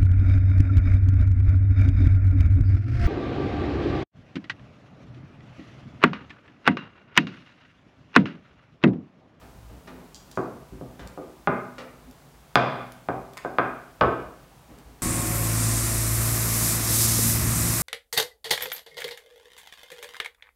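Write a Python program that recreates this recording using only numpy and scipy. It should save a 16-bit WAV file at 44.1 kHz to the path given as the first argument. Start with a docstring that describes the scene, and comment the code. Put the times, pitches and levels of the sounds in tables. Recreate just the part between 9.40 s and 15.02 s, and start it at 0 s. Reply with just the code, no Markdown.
"""A wooden rolling pin flattens a round of dough on a big board in a bare, echoing kitchen.
Over a faint hiss, pushes make filtered noise rumble and rub, and palms pat the pin in short noise bursts.
Soon small hard clicks ring, sticky dough ticks, and the pin drops off the dough's edge and knocks on the board.
Later the table groans in low swelling tones; near the end the pin is laid aside and a few pushes follow.
Knocks are ringing resonances of wood; the room answers with echoes, standing waves and a fading tail."""
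import sys
import numpy as np
from scipy import signal
from scipy.fft import rfft, irfft
from scipy.io import wavfile

SR = 44100
rng = np.random.default_rng(int(sys.argv[2]) if len(sys.argv) > 2 else 0)


def master_out(mix):
    """Clip the mix to full scale and print it as 16-bit PCM to the path in sys.argv[1]."""
    frames = np.transpose(np.atleast_2d(mix))
    ceiling = np.clip(frames, -1, 1)
    pcm = np.round(ceiling * 32767).astype(np.int16)
    wavfile.write(sys.argv[1], SR, pcm)


N = 247842
TIME = np.arange(N) / SR  # seconds
BLOW_TIME = np.arange(SR // 10) / SR  # the tenth of a second in which a blow rings out
BLOW_HZ = np.arange(len(BLOW_TIME) // 2 + 1) * SR / len(BLOW_TIME)

# Colour of the steady background. Each row: frequency in Hz, relative level in dB.
HISS_COLOUR = [(25, -36), (52, -2.5), (95, -19), (150, -5.5), (200, -16), (500, -20.5), (820, -18),
               (1300, -23), (1900, -28), (5000, -33.5), (15500, -37.5)]
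# Pushes of the hands on pin, dough and board.
# Each row: start in seconds, end of the hold in seconds after the start, rumble gain in dB, rubbing gain in dB.
HAND_PUSHES = [(0.01, 0.1, -45.5, -49), (0.138, 0.19, -46, -57), (0.285, 0.036, -41.5, -39.5),
               (0.454, 0.13, -57, -37), (0.79, 0.14, -59, -51), (1.136, 0.12, -48.5, -59),
               (1.308, 0.045, -39.5, -40.5), (1.398, 0.047, -58, -52), (1.6, 0.065, -41.5, -38.5),
               (1.78, 0.05, -53, -45), (2.461, 0.17, -59, -53), (2.654, 0.076, -53, -48.5),
               (2.794, 0.036, -56, -49.5), (3.728, 0.067, -47, -53), (4.605, 0.049, -34, -44),
               (4.795, 0.066, -46, -52), (5.15, 0.046, -60, -56), (5.285, 0.052, -49, -38.5),
               (5.45, 0.037, -47, -48)]
# Colour of the table's rumble. Each row: frequency in Hz, relative level in dB.
RUMBLE_COLOUR = [(25, -32), (55, 22.5), (80, 7), (110, 12), (145, -9), (220, -6), (500, -63)]
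# Colour of skin and floury dough rubbing. Each row: frequency in Hz, relative level in dB.
RUB_COLOUR = [(80, -13), (160, 7), (300, 5.5), (550, -3.5), (900, -10), (1400, -18), (2500, -22),
              (8000, -49)]
# Palms landing on the pin.
# Each row: start in seconds, level before the mix in dB, treble cut-off in Hz, fading time in seconds.
PALM_PATS = [(0.014, -52, 885, 0.044), (0.474, -45.5, 1230, 0.02), (1.594, -44.5, 2170, 0.027),
             (2.382, -40.5, 2350, 0.03)]
# Colour of a palm on wood. Each row: frequency in Hz, relative level in dB.
PALM_COLOUR = [(60, -27), (230, 7), (450, 3), (1400, 0.5), (2500, -4.5), (5000, -6.5), (15000, -23)]
# Small hard clicks. Each row: start in seconds, level before the mix in dB.
HARD_CLICKS = [(0.7458, -44), (0.917, -52.5), (0.9555, -53)]
# Bright ring of a click. Each row: frequency in Hz, width in Hz, relative level in dB.
CLICK_RESONANCES = [(3300, 210, -7.5), (4450, 430, -3), (4880, 130, 1), (5770, 250, -1), (6700, 270, -0.5),
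                    (7500, 430, -5)]
# Ticks of sticky dough and fingertips.
# Each row: start in seconds, level before the mix in dB, treble cut-off in Hz (the bass cut-off is half of it).
DOUGH_TICKS = [(0.9135, -60, 7460), (1.6739, -57, 4900), (2.7113, -66, 8050), (3.521, -59, 6950),
               (3.935, -63, 6000), (3.9716, -50, 1360), (3.9764, -50, 2600), (5.3862, -66, 3200)]
# Pin on board. Each row: start in seconds, level before the mix in dB, contact cut-off in Hz,
# table thump in dB, pin brightness in dB, pitch of the gripped pin in Hz.
PIN_KNOCKS = [(0.974, -26.5, 1540, 8.5, -1.5, 1120), (0.9919, -31, 465, -1, -22, 1130),
              (1.322, -42.5, 328, 16, -6, 1130), (1.411, -35.5, 856, 16, -3, 1170),
              (1.775, -41, 1330, -1.5, -8, 1210), (1.788, -38.5, 480, -2.5, 12, 1210),
              (2.0733, -23.5, 1910, 6, 4.5, 2090), (2.078, -24, 1300, 10, 1, 2120),
              (3.1562, -11.5, 4430, 3.5, 1, 3450), (3.6868, -27.5, 2030, 6, -3, 765),
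              (3.697, -38, 1098, 7, 4.5, 770), (4.0482, -32.5, 1820, -1.5, -5, 1540),
              (4.1850, -22.5, 2060, 0.5, 5, 1610), (4.6096, -28.5, 1320, 0, 4.5, 1170),
              (4.6115, -24, 2980, -1, 2, 2934), (4.6159, -21, 1200, 7, 7, 1140),
              (4.626, -35, 3200, 5, -2, 2900), (4.635, -22.5, 795, -12, 10.5, 1180)]
# Table, board and pin ringing together. Each row: frequency in Hz, width in Hz, relative level in dB.
WOOD_RESONANCES = [(83, 4.9, 3), (131.2, 21.7, 3.5), (275, 124, 0.5), (345.5, 31, 1), (399, 17, 1),
                   (510, 97, -1.5), (641, 96, -5), (714, 56, 1.5), (827, 99, -6), (1011, 75, -6),
                   (1207, 153, -2.5), (1448, 91, -6.5), (1555, 93, -6), (2160, 120, -16.5), (2442, 65, -10),
                   (2770, 90, -20), (3445, 450, -17.5), (4880, 360, -17.5)]
# Gaps between the wood's resonances. Each row: frequency in Hz, width in Hz, change in dB.
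RESONANCE_GAPS = [(1855, 72, -2), (2980, 75, -9)]
# Groans and booms of the table under the weight.
# Each row: time of the peak in seconds, peak level in dB, pitch in Hz, spread to each side in seconds.
TABLE_GROANS = [(2.695, -40.5, 252, 0.014), (2.868, -48.5, 136, 0.021), (4.669, -33, 79, 0.034)]
# Echoes from table top and near walls. Each row: delay in seconds, gain (before the room's level).
NEAR_ECHOES = [(.0048, 0.12), (0.0097, 0.45), (0.0168, .3)]
# Standing waves of the room. Each row: frequency in Hz, gain in dB (before the room's level).
STANDING_WAVES = [(124, 4.5), (188, 7), (249, 11.5), (312, -12), (381, -9.5), (420, -10), (522, 2),
                  (562, 9.5), (652, 12), (817, 6), (981, 5.5)]
# The kitchen's fading tail.
# Each row: frequency in Hz, time to fall by 60 dB in seconds, strength in dB (before the room's level).
KITCHEN_TAIL = [(70, 0.62, -12.5), (160, 0.63, -4.5), (460, 0.57, 4), (1180, 0.57, 3), (2340, 0.63, 2),
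                (5340, 0.58, -6.5), (11700, 0.28, -4.5)]

HISS_DB = -53
# every push swells, holds and dies away
PUSH_ATTACK_S, RUMBLE_RELEASE_S, RUB_RELEASE_S = 0.016, 0.062, 0.055
# a soft, long push bends the board more: its share is 0 dB at this cut-off and grows for each octave below
BOARD_EVEN_HZ, BOARD_DB_PER_OCTAVE = 1840, 5
PIN_NOTE_DB, PIN_NOTE_DB_PER_OCTAVE = 0.5, -4  # the gripped pin's own note at 1 kHz; higher notes are weaker
STANDING_T60_S = 0.77  # time for a standing wave to fall by 60 dB
PLACE_S = 0.7  # in this time the pin reaches a new place on the board
TICK_ROOM_DB = 3  # extra share of the ticks sent into the room
CEILING_DB, RECOVERY_DB_PER_S = -1, 24.5  # the limiter
TOP_HZ = 15800


def amp(db):
    """Turn decibels into a gain."""
    return 10 ** (np.asarray(db) / 20)


def level(x, db):
    """Scale a sound to an average (rms) level."""
    return x * amp(db) / np.sqrt(np.mean(x ** 2))


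def add(out, start, x):
    """Mix a sound in from a start time in seconds."""
    i = max(int(start * SR), 0)
    out[i:i + len(x)] += x[:N - i]


def along(hz, points_hz, values):
    """Join points by straight lines, with every octave equally wide."""
    return np.interp(np.log(np.maximum(hz, 1)), np.log(points_hz), values)


def colour(x, points):
    """Shape a sound's spectrum by (Hz, dB) points."""
    hz = np.arange(len(x) // 2 + 1) * SR / len(x)
    gain = amp(along(hz, *np.transpose(points)))
    return irfft(rfft(x) * gain, len(x))


def cut(x, hz, kind="low", order=2):
    """Remove what lies above ("low") or below ("high") a frequency."""
    sections = signal.butter(order, min(hz, SR / 2 - 1000), kind, fs=SR, output="sos")
    return signal.sosfilt(sections, x)


def resonances(modes):
    """Power response of a body that rings at a few (Hz, width Hz, dB) modes."""
    f = np.maximum(BLOW_HZ, 1)
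    return sum(amp(db) ** 2 / (1 + ((f * f - hz * hz) / (f * width)) ** 2) for hz, width, db in modes)


def ring(power):
    """Ring of a struck body with this power response: all of it starts at the blow (minimum phase)."""
    half = len(BLOW_TIME) // 2
    cepstrum = irfft(np.log(power + power.max() * 1e-10) / 2)
    # fold the second half onto the first, so that nothing sounds before the blow
    cepstrum[1:half] *= 2
    cepstrum[half + 1:] = 0
    return irfft(np.exp(rfft(cepstrum)))


def hiss():
    """A faint steady background: random noise with a fixed colour, strongest in the bass."""
    return level(colour(rng.standard_normal(N), HISS_COLOUR), HISS_DB)


def push(start, hold, release_s):
    """Pressure of one push: it rises, holds and dies away."""
    age = TIME - start
    attack = np.clip(age / PUSH_ATTACK_S, 0, 1)
    release = np.exp(-np.maximum(age - hold, 0) / release_s)
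    return attack * release


def rumble(rumble_db=-4):
    """The table rumbles with each push: low noise follows the pressure."""
    pressure = sum(amp(db) * push(start, hold, RUMBLE_RELEASE_S) for start, hold, db, _ in HAND_PUSHES)
    return level(colour(rng.standard_normal(N), RUMBLE_COLOUR), rumble_db) * pressure


def rubbing(rub_db=-7, grain_db=3):
    """Skin and floury dough rub in small slips: noise whose strength jumps every 200 samples."""
    pressure = sum(amp(db) * push(start, hold, RUB_RELEASE_S) for start, hold, _, db in HAND_PUSHES)
    grain = np.repeat(rng.standard_normal(N // 200 + 1), 200)[:N]
    slips = rng.standard_normal(N) * amp(grain_db * grain)
    return level(colour(slips, RUB_COLOUR), rub_db) * pressure


def pats():
    """Skin meets wood in a short spray of tiny contacts: a burst of noise that fades."""
    out = np.zeros(N)
    for start, db, bright_hz, fade_s in PALM_PATS:
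        contacts = colour(rng.standard_normal(len(BLOW_TIME)), PALM_COLOUR)
        contacts *= np.exp(-BLOW_TIME / fade_s)
        add(out, start, level(cut(contacts, bright_hz, order=1), db))
    return out


def clicks():
    """Something small and hard clicks and rings for a moment at its own resonances."""
    out = np.zeros(N)
    for start, db in HARD_CLICKS:
        add(out, start, level(ring(resonances(CLICK_RESONANCES)), db))
    return out


def ticks(snap_s=0.0016):
    """Tacky dough lets go in tiny snaps: very short bursts of noise."""
    out = np.zeros(N)
    for start, db, hz in DOUGH_TICKS:
        snap = rng.standard_normal(len(BLOW_TIME)) * np.exp(-BLOW_TIME / snap_s)
        snap = cut(cut(snap, hz, order=1), hz / 2, "high", order=1)
        add(out, start, level(snap, db))
    return out


def knocks(pin_width_hz=60, steepness=5.04, flex_ratio=2.4):
    """Wood on wood: dough softens the contact, a heavy drop shakes the table, the grip sets the pin's own note."""
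    out = np.zeros(N)
    wood = resonances(WOOD_RESONANCES)
    gaps_db = sum(db * np.exp(-((BLOW_HZ - hz) / width) ** 2) for hz, width, db in RESONANCE_GAPS)
    gaps = amp(gaps_db) ** 2
    for start, db, contact_hz, thump_db, pin_db, note_hz in PIN_KNOCKS:
        board_db = BOARD_DB_PER_OCTAVE * np.log2(BOARD_EVEN_HZ / contact_hz)
        # table, board, an even middle and pin each weight their own part of the spectrum
        share = amp(along(BLOW_HZ, [140, 370, 750, 1250], [thump_db, board_db, 0, pin_db])) ** 2
        note_db = PIN_NOTE_DB + PIN_NOTE_DB_PER_OCTAVE * np.log2(note_hz / 1000)
        note = resonances([(note_hz, pin_width_hz, note_db)])
        body = gaps * (wood * share + note)
        contact = 1 / (1 + (BLOW_HZ / contact_hz) ** steepness)  # a longer push leaves out the treble
        contact /= 1 + (BLOW_HZ / (flex_ratio * contact_hz)) ** 8  # and its smooth start removes the very top
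        add(out, start, level(ring(body * contact), db))
    return out


def bend(x, hz, width_hz):
    """Bending waves run slower the lower they are: an all-pass holds back the body of a knock."""
    radius = np.exp(-np.pi * width_hz / SR)
    poles = [1, -2 * radius * np.cos(2 * np.pi * hz / SR), radius ** 2]
    return signal.lfilter(poles[::-1], poles, x)


def groans():
    """The wood takes the load: short low tones swell and fade."""
    out = np.zeros(N)
    for peak_s, db, hz, spread_s in TABLE_GROANS:
        age = TIME - peak_s
        swell = np.exp(-(age / spread_s) ** 2 / 2)
        out += amp(db) * swell * np.sin(2 * np.pi * hz * age)
    return out


def walls():
    """Near echoes and standing waves, the same all over the board."""
    t = np.arange(SR) / SR
    # each echo is a pulse, delayed and dulled
    response = sum(gain * cut(np.sinc((t - delay) * SR), 4100, order=1) for delay, gain in NEAR_ECHOES)
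    decay = np.log(1000) / STANDING_T60_S
    for hz, db in STANDING_WAVES:
        wave = np.exp(-decay * t) * np.cos(2 * np.pi * hz * t)
        response += 2 * decay / SR * amp(db) * wave
    return response


def diffuse(build_s=0.00033):
    """Countless mixed reflections from one place on the board: noise bands that die at their own rates."""
    t = np.arange(SR) / SR
    points_hz, t60s, dbs = np.transpose(KITCHEN_TAIL)
    noise = rfft(rng.standard_normal(SR))
    bins = np.arange(SR // 2 + 1)  # one bin per Hz
    edges = 40 * 2 ** np.arange(0, 9, 1 / 3)  # third-octave bands
    response = np.zeros(SR)
    build = 1 - np.exp(-t / build_s)
    for lo, hi in zip(edges, edges[1:]):
        hz = np.sqrt(lo * hi)
        band = irfft(noise * ((bins >= lo) & (bins < hi)), SR)
        band *= build * np.exp(-np.log(1000) * t / along(hz, points_hz, t60s))
        # a wider band holds more energy
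        response += level(band, along(hz, points_hz, dbs)) * np.sqrt(2 * (hi - lo)) / SR
    return response


def kitchen(x):
    """The room's answer: steady walls, and a diffuse tail that changes as the pin moves."""
    out = signal.fftconvolve(x, walls())[:N]
    for s in np.arange(0, TIME[-1] + PLACE_S / 2, PLACE_S):
        here = np.abs(TIME - s) < PLACE_S
        fade = np.cos(np.pi / 2 * (TIME[here] - s) / PLACE_S)  # blend from place to place
        add(out, TIME[here][0], signal.fftconvolve(x[here] * fade, diffuse()))
    return out


def scene(direct_db=-2, room_db=-5.0, click_direct_db=-13, beam_hz=750):
    """Mix direct sound and room sound; rumble, groans and hiss join without the room."""
    background = hiss()
    table_rumble = rumble()
    rub = rubbing()
    pat = pats()
    click = clicks()
    tick = ticks()
    knock = bend(bend(knocks(), hz=462, width_hz=630), hz=1070, width_hz=304)
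    board = knock + pat + rub
    # the board sends little bass straight ahead: the lows come by way of the room
    direct = amp(direct_db) * (cut(board, beam_hz, "high", order=1) + tick)
    direct += amp(click_direct_db) * click
    room = amp(room_db) * kitchen(board + click + amp(TICK_ROOM_DB) * tick)
    return (direct + room + table_rumble + groans() + background)[None]


def record(dry):
    """A limiter ducks at once under the loudest peak and recovers steadily; the top is cut."""
    over_db = 20 * np.log10(np.maximum(np.abs(dry) / amp(CEILING_DB), 1))
    recovered_db = RECOVERY_DB_PER_S * TIME
    duck_db = np.maximum.accumulate(over_db + recovered_db, axis=-1) - recovered_db
    top_cut = signal.ellip(10, .2, 70, TOP_HZ, fs=SR, output="sos")
    return signal.sosfilt(top_cut, dry * amp(-duck_db))


dry = scene()
out = record(dry)
master_out(out)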